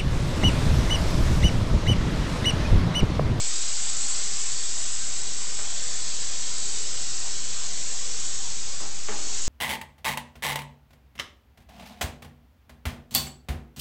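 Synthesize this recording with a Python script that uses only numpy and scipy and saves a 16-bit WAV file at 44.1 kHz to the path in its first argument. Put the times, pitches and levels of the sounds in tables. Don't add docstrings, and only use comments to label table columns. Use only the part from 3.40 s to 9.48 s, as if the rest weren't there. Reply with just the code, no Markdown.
import sys
import numpy as np
from scipy import signal
from scipy.fft import rfft, irfft, next_fast_len
from scipy.io import wavfile
from scipy.ndimage import uniform_filter1d, map_coordinates

SR = 44100
rng = np.random.default_rng(int(sys.argv[2]) if len(sys.argv) > 2 else 0)


def store_wav(level_fs):
    pcm = np.round(np.clip(np.atleast_2d(level_fs), -1, 1) * 32767)
    wavfile.write(sys.argv[1], SR, pcm.T.astype(np.int16))


def elevation(decibels):
    levels = np.asarray(decibels, float)
    return 10 ** (levels / 20)


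N = 268128
SAMPLE_HZ = 16000

# t/s, level/dB, turn towards the nozzle as sizzle gain/dB
JET_AT_CAMERA = [(0.05, -29.5, 0.5), (0.22, -30, 0.5), (0.78, -29.5, 1), (1.85, -32, 0.5), (2.7, -31, -0.5),
                 (5.06, -32.5, 0), (5.61, -35.5, -0.5), (5.98, -31.5, 0), (6.03, -32, 0.5)]


def unit(x):
    return x / np.sqrt(np.mean(x ** 2) + 1e-20)


def along(points, hz):
    f, v = np.transpose(points)
    return np.interp(np.log(hz + 1), np.log(f + 1), v)


def curves(rows):
    s, *columns = np.transpose(rows)
    return [np.interp(np.arange(N) / SR, s, column) for column in columns]


def wobble(rate):
    knots = rng.standard_normal(N // 100)
    return map_coordinates(knots, [np.arange(N) * rate / SR])


def filtered(x, response):
    m = next_fast_len(N + SR // 2)
    spectrum = rfft(x, m) * response(np.fft.rfftfreq(m, 1 / SR))
    return irfft(spectrum, m)[..., :N]


def patches(shape, wide, long):
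    across_bins = uniform_filter1d(rng.standard_normal(shape), wide, axis=0)
    return unit(uniform_filter1d(across_bins, long, axis=1))


def rush(shape_db, patchy_db, standing_db):
    hz, s, z = signal.stft(rng.standard_normal(N), SR, nperseg=1024, noverlap=768)
    eddies = patchy_db * patches(z.shape, 12, 14)
    streaks = standing_db * patches(z.shape, 2, 30)
    z = z * elevation(shape_db(hz[:, None], s) + eddies + streaks)
    noise = signal.istft(z, SR, nperseg=1024, noverlap=768)[1]
    return unit(noise[:N])


def shop_air():
    # f/Hz, level/dB per Hz
    murmur_colour = [(60, -32), (140, -8), (220, -7), (400, -5), (1000, -6.5), (2200, -8), (5000, -25.5)]
    # f/Hz, level/dB per Hz
    low_colour = [(15, -3), (30, -5), (40, 2.5), (48, -8), (65, -9), (80, -6), (120, -8), (200, -11),
                  (400, -38.5)]
    air_db, drift_db = -48, 0.32
    follow = 0.4
    jet_db = curves(JET_AT_CAMERA)[0]
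    level_db = air_db + follow * (jet_db - jet_db.mean()) + drift_db * wobble(0.79)
    level_db = level_db + 0.24 * wobble(4.7)
    murmur = rush(lambda hz, s: along(murmur_colour, hz), patchy_db=1.0, standing_db=2.5)
    low_noise = unit(filtered(rng.standard_normal(N), lambda hz: elevation(along(low_colour, hz))))
    return elevation(level_db) * murmur + elevation(-52.5) * low_noise


def shop(x, near_db, far_db):
    # f/Hz, time to fall by 60 dB/s
    shop_t60 = [(150, 1), (400, 1.3), (1000, 1), (3000, .6)]
    hz, t, z = signal.stft(rng.standard_normal(SR), SR, nperseg=256)
    near = elevation(near_db - 60 * (t / 0.17) ** 2)
    far = elevation(far_db - 60 * t / along(shop_t60, hz)[:, None])
    tail = signal.istft(z * (near + far), SR, nperseg=256)[1]
    return signal.fftconvolve(x, tail)[:N]


def hollow_body(f, bright_db, boom_db):
    # f/Hz, width/Hz, level/dB
    hollow_modes = [(213.5, 12, -3.5), (272, 8.1, -6.5), (315, 11, -4), (422.6, 15, -1), (613, 64, -7.5),
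                    (834, 110, -6.5), (1160, 350, -11), (1600, 360, -8.5), (2000, 420, -9),
                    (3000, 990, -15.5)]
    total = 0
    for k, (centre, width, db) in enumerate(hollow_modes):
        gain = elevation(db + bright_db * (centre > 1500) + boom_db * (centre < 500))
        mode = 1j * f * width / (centre * centre - f * f + 1j * f * width)
        total = total + (-1) ** k * gain * mode
    return total


def knocks():
    # t/s, blow strength/dB, brightness/dB, boom/dB
    far_blows = [(2.185, -4.5, -1.5, -6.5), (5.403, -3.5, -5.5, -1), (5.685, 2.5, -2, 2)]
    total = np.zeros(N)
    for s, db, bright_db, boom_db in far_blows:
        blow = np.zeros(N)
        blow[round(s * SR)] = elevation(db)
        ring = filtered(blow, lambda f: hollow_body(f, bright_db, boom_db))
        total += elevation(6) * ring + shop(ring, near_db=-23.5, far_db=-21.5)
    return total


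def jet():
    # f/Hz, level/dB per Hz
    hiss_colour = [(300, -38), (900, -14), (2200, -9.5), (3200, -4.5), (4800, 0), (6200, 1), (8000, -5.5)]
    hiss_base_db, sizzle_base_db = -1, -4.5
    start_hz, sag_hz, sag_power = 7420, 450, 3.1
    tilt_db, tilt_gain_db = -0.75, 1.7
    hiss_yields = 0.4
    level_db, facing_db = curves(JET_AT_CAMERA)
    flow = wobble(4)

    def pan(s):
        return np.clip(s * SR / N, 0, 1)

    def colour(hz, s):
        octaves = np.log2(np.clip(hz, 1500, 8000) / 4500)
        return along(hiss_colour, hz) + (tilt_db + tilt_gain_db * pan(s)) * octaves

    def band(hz, s):
        centre = start_hz - sag_hz * pan(s) ** sag_power
        return -20 * np.log10(1 + ((hz - centre) / 800) ** 2) - 90 * (hz > SAMPLE_HZ / 2)

    hiss = rush(colour, patchy_db=0.05, standing_db=2.0)
    sizzle = rush(band, patchy_db=-0.1, standing_db=0.6)
    hiss_db = hiss_base_db - hiss_yields * facing_db + 0.25 * flow
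    flicker_db = 0.53 * wobble(8) + 0.23 * wobble(40)
    sizzle_db = sizzle_base_db + facing_db + 0.41 * flow + flicker_db
    return elevation(level_db) * (elevation(hiss_db) * hiss + elevation(sizzle_db) * sizzle)


def scene():
    return (shop_air() + knocks() + jet())[None]


def band_limit(x):
    return signal.sosfilt(signal.butter(12, 9290, fs=SR, output="sos"), x)


def record(dry):
    # f/Hz, gain/dB
    smoothing = [(7200, 0.5), (7600, 2.5), (8000, 3), (8300, -6.5), (8600, -16.5), (8900, -30.5),
                 (9150, -75), (9400, -120)]
    offset = -0.1062
    kept = filtered(dry, lambda hz: hz < SAMPLE_HZ / 2)
    mirror = 2 * kept * np.cos(2 * np.pi * SAMPLE_HZ * np.arange(N) / SR)
    smooth = filtered(kept + mirror, lambda hz: elevation(along(smoothing, hz)))
    return band_limit(smooth + offset)


dry = scene()
out = record(dry)
store_wav(out)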